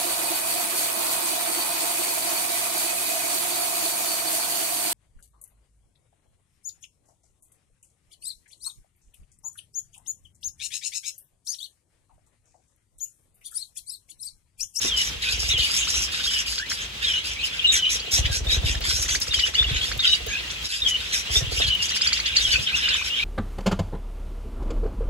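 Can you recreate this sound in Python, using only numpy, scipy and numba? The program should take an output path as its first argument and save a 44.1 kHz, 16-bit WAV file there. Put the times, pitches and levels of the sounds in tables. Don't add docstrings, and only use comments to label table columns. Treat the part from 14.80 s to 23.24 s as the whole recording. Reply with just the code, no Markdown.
import sys
import numpy as np
from scipy import signal
from scipy.fft import rfft, irfft
from scipy.io import wavfile
from scipy.ndimage import uniform_filter1d
from numba import njit

SR = 44100
rng = np.random.default_rng(int(sys.argv[2]) if len(sys.argv) > 2 else 0)


def invert_db(x):
    u = np.asarray(x, float) / 20
    return 10 ** u


def inscribe(sig):
    pcm = np.round(np.clip(np.atleast_2d(sig).T, -1, 1) * 32767)
    wavfile.write(sys.argv[1], SR, pcm.astype(np.int16))


N = 372204


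def rms_one(x):
    return x / np.sqrt(np.mean(x ** 2) + 1e-20)


def drift(rate):
    knots = rng.standard_normal(int(N / SR * 400) + 2)
    return np.interp(np.arange(N) / SR * rate, np.arange(len(knots)), knots) * 1.22


def add(track, s, sound):
    i = max(round(s * SR), 0)
    track[i:i + len(sound)] += sound[:max(N - i, 0)]


def evenly(first, last, count):
    return np.linspace(first, last, max(round(count), 1))


def band_filter(x, order, hz, kind):
    return signal.sosfilt(signal.butter(order, hz, kind, fs=SR, output="sos"), x)


@njit
def resonate(x, hz, r):
    y = np.zeros(len(x))
    for i in range(2, len(x)):
        drive = (1 - r * r) / 2 * (x[i] - x[i - 2])
        y[i] = drive + 2 * r * np.cos(2 * np.pi * hz[i] / SR) * y[i - 1] - r * r * y[i - 2]
    return y


def whistles(notes, warble_db, waver_hz, overtone_db):
    out = np.zeros(N)
    swell = invert_db(warble_db * drift(130))
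    waver = waver_hz * drift(390)
    for s, length, start_hz, end_hz, db in notes:
        i = round(s * SR)
        size = min(max(round(length * SR), 64), N - i)
        hz = np.linspace(start_hz, end_hz, size) + waver[i:i + size]
        phase = 2 * np.pi * np.cumsum(hz) / SR
        shape = signal.windows.tukey(size, min(0.009 / length, 1))
        tone = np.sin(phase) + invert_db(overtone_db) * np.sin(2 * phase)
        add(out, s, 1.064 * invert_db(db) * shape * tone)
    return out * swell


def repeat(steps, calls):
    notes = []
    for s, db, fade_db, stretch in calls:
        for delay, length, start_hz, end_hz, step_db in steps:
            faded_db = db + step_db + fade_db * delay / steps[-1][0]
            notes.append((s + delay * stretch, length * stretch, start_hz, end_hz, faded_db))
    return notes


# delay [s], length [s], pitch at start [Hz],
# pitch at end [Hz], level [dB].
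FALLING_STEPS = [(0, .03, 3700, 3660, -3), (.033, .03, 3420, 3120, -2), (.062, .03, 3080, 3030, -6),
                 (.097, .057, 3020, 2920, -2), (.138, .026, 3050, 2990, -5)]
# start [s], level [dB], fade over the call [dB], tempo stretch [ratio].
FALLING_TIMES = [(0.076, -19, -1, 0.95), (.7, -17, -4, 0.99), (1.438, -22, -2, 0.96),
                 (2.235, -20, -1, 0.97), (2.922, -23.5, 5.5, 1.01), (4.505, -20, -2, 0.95),
                 (5.19, -19, -2, 1.0), (6.016, -19, 1, 0.93), (6.804, -19, -1, 0.99),
                 (7.606, -18, -4, 0.92)]


def falling_caller():
    return whistles(repeat(FALLING_STEPS, FALLING_TIMES), warble_db=3.5, waver_hz=60, overtone_db=-28)


# delay [s], length [s], pitch at start [Hz], pitch at end [Hz],
# level [dB].
RISING_STEPS = [
    (0, .03, 2100, 2450, -8),
    (.03, .04, 2470, 2620, 0),
    (.07, .035, 2600, 2800, -4),
]
# start [s], level [dB], fade over the call [dB],
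# tempo stretch [ratio].
RISING_TIMES = [
    (.435, -30, 0, 1.1),
    (2.562, -29, 1, .85),
    (5.5, -26, -3, .9),
]
# start [s], length [s], pitch at start [Hz], pitch at end [Hz], level [dB].
SINGLE_WHISTLES = [(8.392, 0.06, 2310, 2550, -29.5), (1.794, 0.072, 1465, 2120, -38),
                   (2.628, 0.031, 2950, 3020, -25), (2.792, 0.015, 3180, 3200, -23),
                   (2.842, 0.023, 2880, 2910, -13.5), (2.867, 0.055, 3840, 3710, -18),
                   (2.872, 0.019, 7670, 7600, -34), (3.426, 0.024, 2900, 2900, -32),
                   (3.487, 0.073, 1590, 1666, -43), (3.667, 0.094, 3610, 3960, -23.5),
                   (3.825, 0.058, 3680, 3500, -31.5), (4.75, 0.012, 2940, 2840, -25),
                   (4.77, 0.067, 3503, 3590, -21.5), (4.865, 0.048, 3460, 3380, -28.5),
                   (4.942, 0.047, 6820, 6650, -35.5), (5.005, 0.042, 3120, 3430, -26),
                   (5.259, 0.094, 3803, 3800, -21), (5.48, 0.058, 6450, 6570, -35),
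                   (5.485, 0.087, 1596, 1670, -40), (6.553, 0.032, 3520, 3590, -20),
                   (7.569, 0.022, 4500, 4190, -18.5), (7.737, 0.03, 2750, 2610, -22),
                   (7.92, 0.048, 2400, 2930, -25), (8.036, 0.042, 2860, 3000, -24),
                   (4.322, .02, 7000, 7000, -31), (4.49, 0.018, 2700, 2800, -32),
                   (4.519, .016, 2890, 2800, -25.5), (4.54, 0.011, 3280, 3230, -13.5),
                   (4.84, 0.017, 2840, 2850, -22), (5.25, 0.0085, 3070, 3040, -16.5),
                   (5.275, 0.014, 4800, 4610, -22), (6.06, 0.018, 3343, 3150, -13.5),
                   (6.818, 0.011, 3550, 3500, -25), (6.99, 0.045, 2840, 2840, -28),
                   (7.712, .03, 4414, 4500, -21), (7.863, .018, 3340, 2960, -20.5),
                   (7.971, 0.027, 5100, 5420, -24.5), (8.135, 0.019, 7080, 7000, -33.5),
                   (8.297, .1, 2640, 3550, -30), (8.179, 0.051, 2533, 2456, -28.5)]


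def answering_birds():
    notes = repeat(RISING_STEPS, RISING_TIMES) + list(SINGLE_WHISTLES)
    return whistles(notes, warble_db=4, waver_hz=65, overtone_db=-28)


# start [s], length [s], level [dB], throat share [dB].
SCREECHES = [(0.0, 0.082, -31, -9), (0.153, 0.13, -33, -2.5), (0.408, 0.15, -36, 2),
             (0.577, .15, -33.5, -12), (0.764, 0.32, -33, -7.5), (1.066, 0.2, -33, -6.5),
             (1.302, 0.23, -39, 0.5), (1.492, 0.13, -36.5, 2), (1.648, 0.16, -38.5, -9),
             (1.881, 0.071, -37.5, 2), (2.43, 0.1, -38, -1), (2.63, 0.034, -36, -2), (2.906, 0.075, -29, 2),
             (3.085, 0.073, -31, -6.5), (3.302, 0.088, -29.5, -5), (3.502, 0.076, -32, -4),
             (3.675, 0.082, -33.5, 2), (3.839, 0.089, -34.5, 1.5), (4.028, 0.23, -33, -4),
             (4.269, 0.089, -31, -5), (4.392, 0.033, -35.5, -25), (4.452, 0.022, -36, -17),
             (4.631, 0.05, -35.5, 2), (5.011, 0.096, -41, 5.5), (5.829, 0.029, -37.5, -2),
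             (5.873, 0.13, -38.5, 2), (6.315, 0.09, -31.5, -3), (6.492, 0.11, -32.5, -6),
             (6.697, 0.099, -34.5, -10), (7.781, 0.067, -38.5, -13)]
# start [s], length [s], throat level [dB],
# throat over head [dB].
THROATY_GRUMBLES = [(1.956, 0.093, -37, 9), (2.2, 0.19, -34, 10), (2.702, 0.075, -37.5, 10),
                    (3.436, 0.014, -26.5, 8), (4.513, 0.11, -33.5, 3), (4.725, 0.09, -36, 11),
                    (4.818, 0.15, -36, 16), (4.946, 0.11, -36, 11), (5.213, 0.071, -29, 8),
                    (5.284, 0.082, -37.5, 2), (5.45, 0.18, -38.5, 15), (5.687, 0.013, -32, 5),
                    (6.058, 0.037, -27, 7.5), (6.186, 0.16, -39, 10), (6.795, 0.044, -28, 14),
                    (6.853, 0.029, -29.5, 5), (7.001, 0.055, -41, -4), (7.078, 0.017, -29.5, 2),
                    (7.138, 0.021, -35.5, -3), (7.207, 0.094, -32, 10), (7.314, 0.075, -35, 4.5),
                    (7.438, 0.055, -31, 13), (7.54, 0.2, -32.5, 6), (7.706, 0.071, -33.5, 7),
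                    (7.854, 0.056, -30.5, 30), (7.937, 0.077, -31, 7.5), (8.015, 0.15, -30, 18.5),
                    (8.122, 0.13, -43, 5), (8.228, 0.053, -37.5, 1.5), (8.347, 0.08, -35, 15)]
# pitch [Hz], width [Hz], level [dB].
THROAT_HOLLOWS = [
    (1650, 110, -1),
    (2450, 260, -3),
    (3050, 240, 1),
    (3700, 300, 0),
]
# pitch [Hz], width [Hz], level [dB].
HEAD_HOLLOWS = [
    (6190, 3500, -16.5),
    (10350, 260, -21),
]


def squawks(pulse_hz=180, jitter=0.32, rasp=0.8):
    cycle = np.cumsum(pulse_hz * np.exp(jitter * drift(60)) / SR)
    strength = invert_db(5.16 * rng.standard_normal(N // 8).clip(-3, 1.5))[cycle.astype(int)]
    breath = rng.standard_normal(N) * (rasp + strength * np.exp(-3.0 * (cycle % 1)))

    rows = []
    for s, length, db, share_db in SCREECHES:
        beak_hz = 5686 + 86 * (db + 30) + 2.4 * s
        rows.append((s, length, db, beak_hz, share_db))
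    for s, length, db, share_db in THROATY_GRUMBLES:
        rows.append((s, length, db - share_db, 5130, share_db))

    high, low, beak = np.full(N, invert_db(-64.0)), np.zeros(N), np.full(N, 6000.)
    climb_per_s = 1.05
    for s, length, db, hz, throat_db in sorted(rows):
        u = np.linspace(0, 1, round((length + 0.014) * SR))
        shape = np.minimum(u * length / 0.014, 1) * np.cos(np.pi / 2 * u ** 2.45)
        add(high, s + .006, invert_db(db) * shape)
        add(low, s + .006, invert_db(db + throat_db) * shape)
        i = round(s * SR)
        beak[i:i + len(u)] = (hz * (1 + climb_per_s * length * (u - .5)))[:N - i]

    def ring(hz, width_hz):
        return resonate(breath, hz * np.exp(0.074 * drift(30)), np.exp(-np.pi * width_hz / SR))

    head = ring(uniform_filter1d(beak, size=300), 520)
    for hz, width_hz, db in HEAD_HOLLOWS:
        head += invert_db(db) * ring(hz, width_hz)
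    throat = np.zeros(N)
    for k, (hz, width_hz, db) in enumerate(THROAT_HOLLOWS):
        throat += (-1) ** k * invert_db(db) * ring(hz, width_hz)
    head = band_filter(head, 2, [3900, 14000], "band")
    throat = band_filter(throat, 2, [1400, 4600], "band")
    high = high * invert_db(2 * drift(40))
    low = low * invert_db(3 * drift(35))
    return invert_db(5.5) * high * rms_one(head) + invert_db(2.5) * low * rms_one(throat)


# first [s], last [s], how many, peak [dB], top pitch [Hz].
FAR_FLICK_TRAINS = [(.632, .785, 3, -41, 1700), (.896, .957, 2, -43, 1500), (.934, 1.212, 5, -39, 1550),
                    (1.28, 1.459, 4, -38, 1700), (1.51, 1.724, 5, -39, 1900), (1.782, 1.905, 2, -38, 2200),
                    (4.052, 4.108, 2, -38, 1500), (7.59, 7.59, 1, -38, 2400), (7.738, 7.756, 2, -36, 2300),
                    (7.915, 7.982, 2, -39, 1500), (8.15, 8.216, 2, -36, 1500)]
# time [s], peak [dB], top pitch [Hz],
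# octave level [dB].
CLOSE_FLICKS = [(4.016, -44.5, 2590, -31), (4.227, -35, 2600, -36), (4.25, -38, 2000, -38),
                (4.287, -36, 2420, -28), (4.3, -35, 2140, -25), (4.349, -34.5, 2480, -27),
                (4.412, -39.5, 2670, -27.5), (4.471, -37, 2500, -31), (4.536, -33, 2460, -29),
                (4.59, -34, 2420, -30), (4.665, -36, 2460, -26.5), (4.74, -37, 2320, -27),
                (4.826, -37, 2400, -35), (4.894, -45, 2180, -33), (4.96, -43, 2230, -29),
                (5.048, -40, 2270, -31), (5.116, -33.5, 2330, -27.5), (5.197, -35, 2275, -27),
                (5.293, -38, 2530, -30), (7.085, -61, 2370, -29), (7.113, -39, 2100, -27),
                (7.162, -30.5, 2480, -25.5), (7.211, -31, 2580, -21), (7.266, -32, 2490, -23),
                (7.288, -30.5, 2580, -30.5), (7.325, -31.5, 2430, -25.5), (7.372, -37, 2510, -28),
                (7.394, -34, 2370, -28), (7.456, -38, 2370, -25), (8.083, -29, 2550, -26),
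                (8.158, -33, 2970, -38), (1.78, -42, 2420, -27.5), (1.917, -38, 2260, -38),
                (3.195, -47, 2420, -28.5), (3.452, -40, 2530, -38), (3.945, -37, 1860, -30),
                (5.34, -40.5, 2470, -27), (5.7, -46, 2280, -35), (7.022, -42, 2710, -29),
                (7.562, -38, 2384, -17)]


def flicks(length_s=.017, low_hz=850):
    rows = list(CLOSE_FLICKS)
    for first, last, count, db, top_hz in FAR_FLICK_TRAINS:
        for s in evenly(first, last, count):
            rows.append((s, db - 4, top_hz, -14 + .5 * db))
    out = np.zeros(N)
    vary = rng.standard_normal((len(rows), 4))
    for (s, db, top_hz, octave_db), (stretch, reach, force, bloom) in zip(rows, vary):
        u = np.linspace(0, 1, round(length_s * np.exp(.1 * stretch) * SR))
        hz = low_hz + (top_hz * np.exp(.02 * reach) - low_hz) * (1 - (1 - u) ** 2.2)
        phase = 2 * np.pi * np.cumsum(hz) / SR
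        mouth = .3 + np.exp(-((2 * hz - 4900) / 900) ** 2)
        overtones = mouth * np.sin(2 * phase) + invert_db(-8) * np.sin(3 * phase)
        tone = invert_db(db - 1 + 2 * force) * np.sin(phase) + invert_db(octave_db + bloom) * overtones
        add(out, s - .003, signal.windows.tukey(len(u), .4) * tone)
    return out * invert_db(3.5 * drift(350))


# first [s], last [s], how many, peak of first [dB], peak of last [dB].
WING_BURSTS = [(.362, .362, 1, -30, -30), (.54, .797, 6, -27, -23), (1.178, 1.178, 1, -28, -28),
               (3.338, 3.338, 1, -24, -24), (3.396, 3.505, 3, -14, -18), (3.574, 3.617, 2, -25, -19),
               (3.676, 3.734, 2, -15, -21), (3.778, 3.778, 1, -14, -14), (3.845, 4.018, 4, -14, -21),
               (4.086, 4.369, 6, -22, -27), (4.492, 4.581, 2, -27, -23), (4.811, 4.917, 3, -20, -19),
               (4.957, 5.017, 2, -19, -28), (5.096, 5.172, 3, -26, -26), (5.419, 5.483, 2, -26, -28),
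               (6.509, 6.509, 1, -25, -25), (6.572, 6.729, 4, -17, -25), (6.784, 6.784, 1, -22, -22),
               (6.853, 6.884, 2, -22, -23), (7.609, 7.644, 2, -27, -28), (7.692, 7.797, 3, -24, -27)]
# time [s], peak [dB], pitch [Hz].
FAR_PUFFS = [(.042, -35, 303), (3.15, -46, 480), (3.24, -46, 490), (4.68, -39.5, 500), (5.461, -39.5, 473),
             (5.6, -44, 476), (6.711, -36, 490), (6.796, -31, 583), (3.2, -46, 480), (3.27, -44, 480),
             (3.49, -43, 547), (3.545, -47, 520)]


def wings(stroke_hz=64, rise_s=0.0036, fall_s=0.0064):
    strokes = []
    for first, last, count, first_db, last_db in WING_BURSTS:
        strokes += zip(evenly(first, last, count), evenly(first_db, last_db, count))
    chance = rng.standard_normal((len(strokes), 3))
    t = np.arange(-2000, 2000) / SR
    shape = np.exp(-.5 * (t / np.where(t < .003, rise_s, fall_s)) ** 2)

    push, puffs = np.zeros(N), list(FAR_PUFFS)
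    for (s, db), (louder, higher, faster) in zip(strokes, chance):
        puffs.append((s - .019, -42 + 0.6 * (db + 19) + 2.5 * louder, 490 * np.exp(0.12 * higher)))
        slowing_t = t - 11.0 * t * np.abs(t).clip(0, .03)
        swing = np.cos(2 * np.pi * stroke_hz * np.exp(0.28 * faster) * slowing_t)
        add(push, s + t[0], -invert_db(db) * shape * swing)

    puff = np.zeros(N)
    puff_shape = np.exp(-.5 * ((t[2000:] - .012) / 0.004) ** 2)
    for (s, db, hz), air in zip(puffs, rng.standard_normal((len(puffs), 2000))):
        rung = rms_one(resonate(air, np.full(2000, float(hz)), np.exp(-np.pi * 140 / SR)))
        add(puff, s - .004, invert_db(db + 7.0) * rung * puff_shape)

    stir = uniform_filter1d(np.abs(push), size=4000)
    eddies = band_filter(rng.standard_normal((3, N)), 1, [70, 260], "band")
    eddies = rms_one(eddies[0] + 0.85 * eddies[1:])
    late_push = np.array([np.roll(push, 640), np.roll(push, 800)])
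    air = push + invert_db(-3) * late_push + invert_db(-10.5) * stir * eddies
    air = band_filter(air, 2, 31, "high")
    return air + aviary(puff, -30, wet_db=.6, t60=.08) * invert_db([[-2], [2]])


# time [s], peak [dB].
BRIGHT_TICKS = [(0.7776, -36.5), (2.6394, -37), (3.459, -36), (4.0058, -33), (4.401, -25), (5.1761, -30),
                (5.465, -26.5), (5.8294, -39), (6.9492, -32), (7.0494, -42)]


def ticks():
    out, t = np.zeros(N), np.arange(400) / SR
    for (s, db), air in zip(BRIGHT_TICKS, rng.standard_normal((len(BRIGHT_TICKS), 400))):
        add(out, s, invert_db(db - 1.0) * air * np.exp(-t / 0.0046))
    return band_filter(out, 2, 6000, "high")


# time [s], level [dB].
CHORUS_LEVEL = [(0.0, -34), (0.3, -37.5), (0.65, -29.5), (1.03, -25.5), (1.43, -33), (2.0, -37),
                (2.94, -25.5), (3.5, -33.5), (4.58, -43), (4.75, -40), (5.3, -33), (5.9, -35.5),
                (6.28, -33), (6.6, -34), (6.95, -29.5), (7.5, -26), (7.95, -34), (8.44, -28)]


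def chorus(count=3200):
    draw = rng.standard_normal((count, 4))
    start = np.sort(rng.random(count)) * (N / SR - .01)
    length = .015 * np.exp(.4 * draw[:, 1])
    start_hz = np.clip(3000 * np.exp(.14 * draw[:, 0]), 1400, 3900)
    end_hz = start_hz * np.exp(.07 * draw[:, 2])
    notes = np.c_[start, length, start_hz, end_hz, 2.2 * draw[:, 3]]
    crowd = rms_one(whistles(notes, warble_db=3, waver_hz=110, overtone_db=-24))
    s, db = np.transpose(CHORUS_LEVEL)
    level_db = np.interp(np.arange(N) / SR, s, db) - 5 + 1.4 * drift(12)
    return invert_db(level_db) * crowd


# start [s], length [s], change in level [dB].
QUIET_MOMENTS = [(0.336, 0.077, -2.5), (1.822, 0.042, -5), (2.053, 0.091, -1.5), (2.4, 0.038, -3),
                 (3.559, 0.092, -8), (3.99, 0.02, -7), (4.389, 0.025, -5), (4.705, 0.029, -1),
                 (5.155, 0.048, -1), (5.859, 0.18, -6.5), (6.441, 0.052, 0.5), (7.19, 0.022, 2.5),
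                 (7.498, 0.048, 2), (7.89, .05, -0.5)]


def flock_hush():
    hush_db = np.zeros(N)
    for s, length, db in QUIET_MOMENTS:
        add(hush_db, s, db * signal.windows.tukey(round(length * SR), .4))
    return invert_db(hush_db)


# pitch [Hz], level [dB per Hz].
ROOM_COLOUR = [(18, -40), (30, -39), (75, -6.5), (709, -18.5), (3400, -7), (9190, -23.5), (11300, -26.5),
               (15500, -30)]


def room_tone(level_db=-35):
    hz = np.maximum(np.fft.rfftfreq(N, 1 / SR), 1)
    colour_hz, colour_db = np.transpose(ROOM_COLOUR)
    colour = invert_db(np.interp(np.log(hz), np.log(colour_hz), colour_db))
    boom = invert_db(24.5) / (1 + ((hz - 54) / 6) ** 2)
    hollow = invert_db(-6.0) / (1 + ((hz - 480) / 60) ** 2)
    colour *= 1 + boom + hollow
    alike = 0.9 / (1 + (hz / 320) ** 2)
    mid, side = rfft(rng.standard_normal((2, N)))
    both = np.sqrt(1 + alike) * mid + np.sqrt(1 - alike) * side * [[1], [-1]]
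    return invert_db(level_db + drift(2.808) + drift(26)) * rms_one(irfft(colour * both, N))


def aviary(x, lag, wet_db, t60):
    t = np.arange(int(.3 * SR)) / SR
    tails = rng.standard_normal((2, len(t))) * invert_db(-60 * t / t60) * (t > .002)
    tails *= invert_db(wet_db) / np.sqrt(np.sum(tails ** 2, axis=1, keepdims=True))
    tails[0, max(lag, 0)] += 1
    tails[1, max(-lag, 0)] += 1
    paths = rfft(tails, 2 * len(t))
    colour = np.sqrt(uniform_filter1d(np.abs(paths) ** 2, size=12))
    tails = irfft(paths * np.sqrt(np.mean(colour ** 2)) / colour)[:, :len(t)]
    return signal.fftconvolve(x[None], tails, axes=1)[:, :N] / np.sqrt(1 + invert_db(2 * wet_db))


def scene():
    hush = flock_hush()
    birds = aviary(falling_caller(), 15, wet_db=-4, t60=.09) * invert_db([[3], [2]])
    birds += aviary(answering_birds(), -4, wet_db=-3, t60=.08) * invert_db([[3.5], [2.5]])
    birds += aviary(squawks(), 13, wet_db=-1.5, t60=.08) * invert_db(3)
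    birds += aviary(flicks(), 3, wet_db=-4, t60=.05) * invert_db(5)
    birds += aviary(chorus() * hush, -11, wet_db=3, t60=.1) * invert_db(3)
    return birds + wings() + ticks() + room_tone() * hush


# low edge [Hz], high edge [Hz],
# threshold against the masking sound [dB], threshold against both signals together [dB].
WEAK_BANDS = [
    (7900, 10000, -18, -6.5),
    (10000, 12400, -28, -3.8),
    (12400, 13900, -21, -2.8),
    (13900, 15800, -16.5, -2.5),
    (15800, 18000, 10, 0),
]


def empty_weak_treble(frames, hz):
    def level(band):
        return np.sqrt(np.sum(np.abs(frames[:, band]) ** 2, axis=1, keepdims=True))

    def both(band):
        return np.hypot(*level(band))

    masker = .05 * both(hz > 5000) ** .6
    treble = both(hz > 9000)
    sudden = treble > invert_db(7) * np.roll(treble, 1)
    for low_hz, high_hz, threshold_db, share_db in WEAK_BANDS:
        bins = np.flatnonzero((hz >= low_hz) & (hz < high_hz))
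        for band in np.array_split(bins, len(bins) // 11):
            floor = np.maximum(masker * invert_db(threshold_db), both(band) * invert_db(share_db))
            chance = invert_db(2 * rng.standard_normal((2,) + masker.shape))
            frames[:, band] *= (level(band) > floor * chance) | (sudden & (share_db < 0))
    return frames


def band_limit(x):
    return signal.sosfilt(signal.butter(12, 16550, fs=SR, output="sos"), x)


def record(dry):
    hz, _, (left, right) = signal.stft(dry, SR, nperseg=1536)
    alike = (.93 / (1 + (8300 / (hz + 1)) ** 12))[:, None]
    lag_s, in_step_hz = .000256, 11170
    turn = np.exp(2j * np.pi * lag_s * (hz - in_step_hz))[:, None]
    right = np.sqrt(1 - alike ** 2) * right + alike * left * turn
    frames = empty_weak_treble(np.array([left + right, left - right]), hz)
    mid, side = signal.istft(frames, SR, nperseg=1536)[1][:, :N] / 2
    return band_limit(np.array([mid + side, mid - side]))


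dry = scene()
out = record(dry)
inscribe(out)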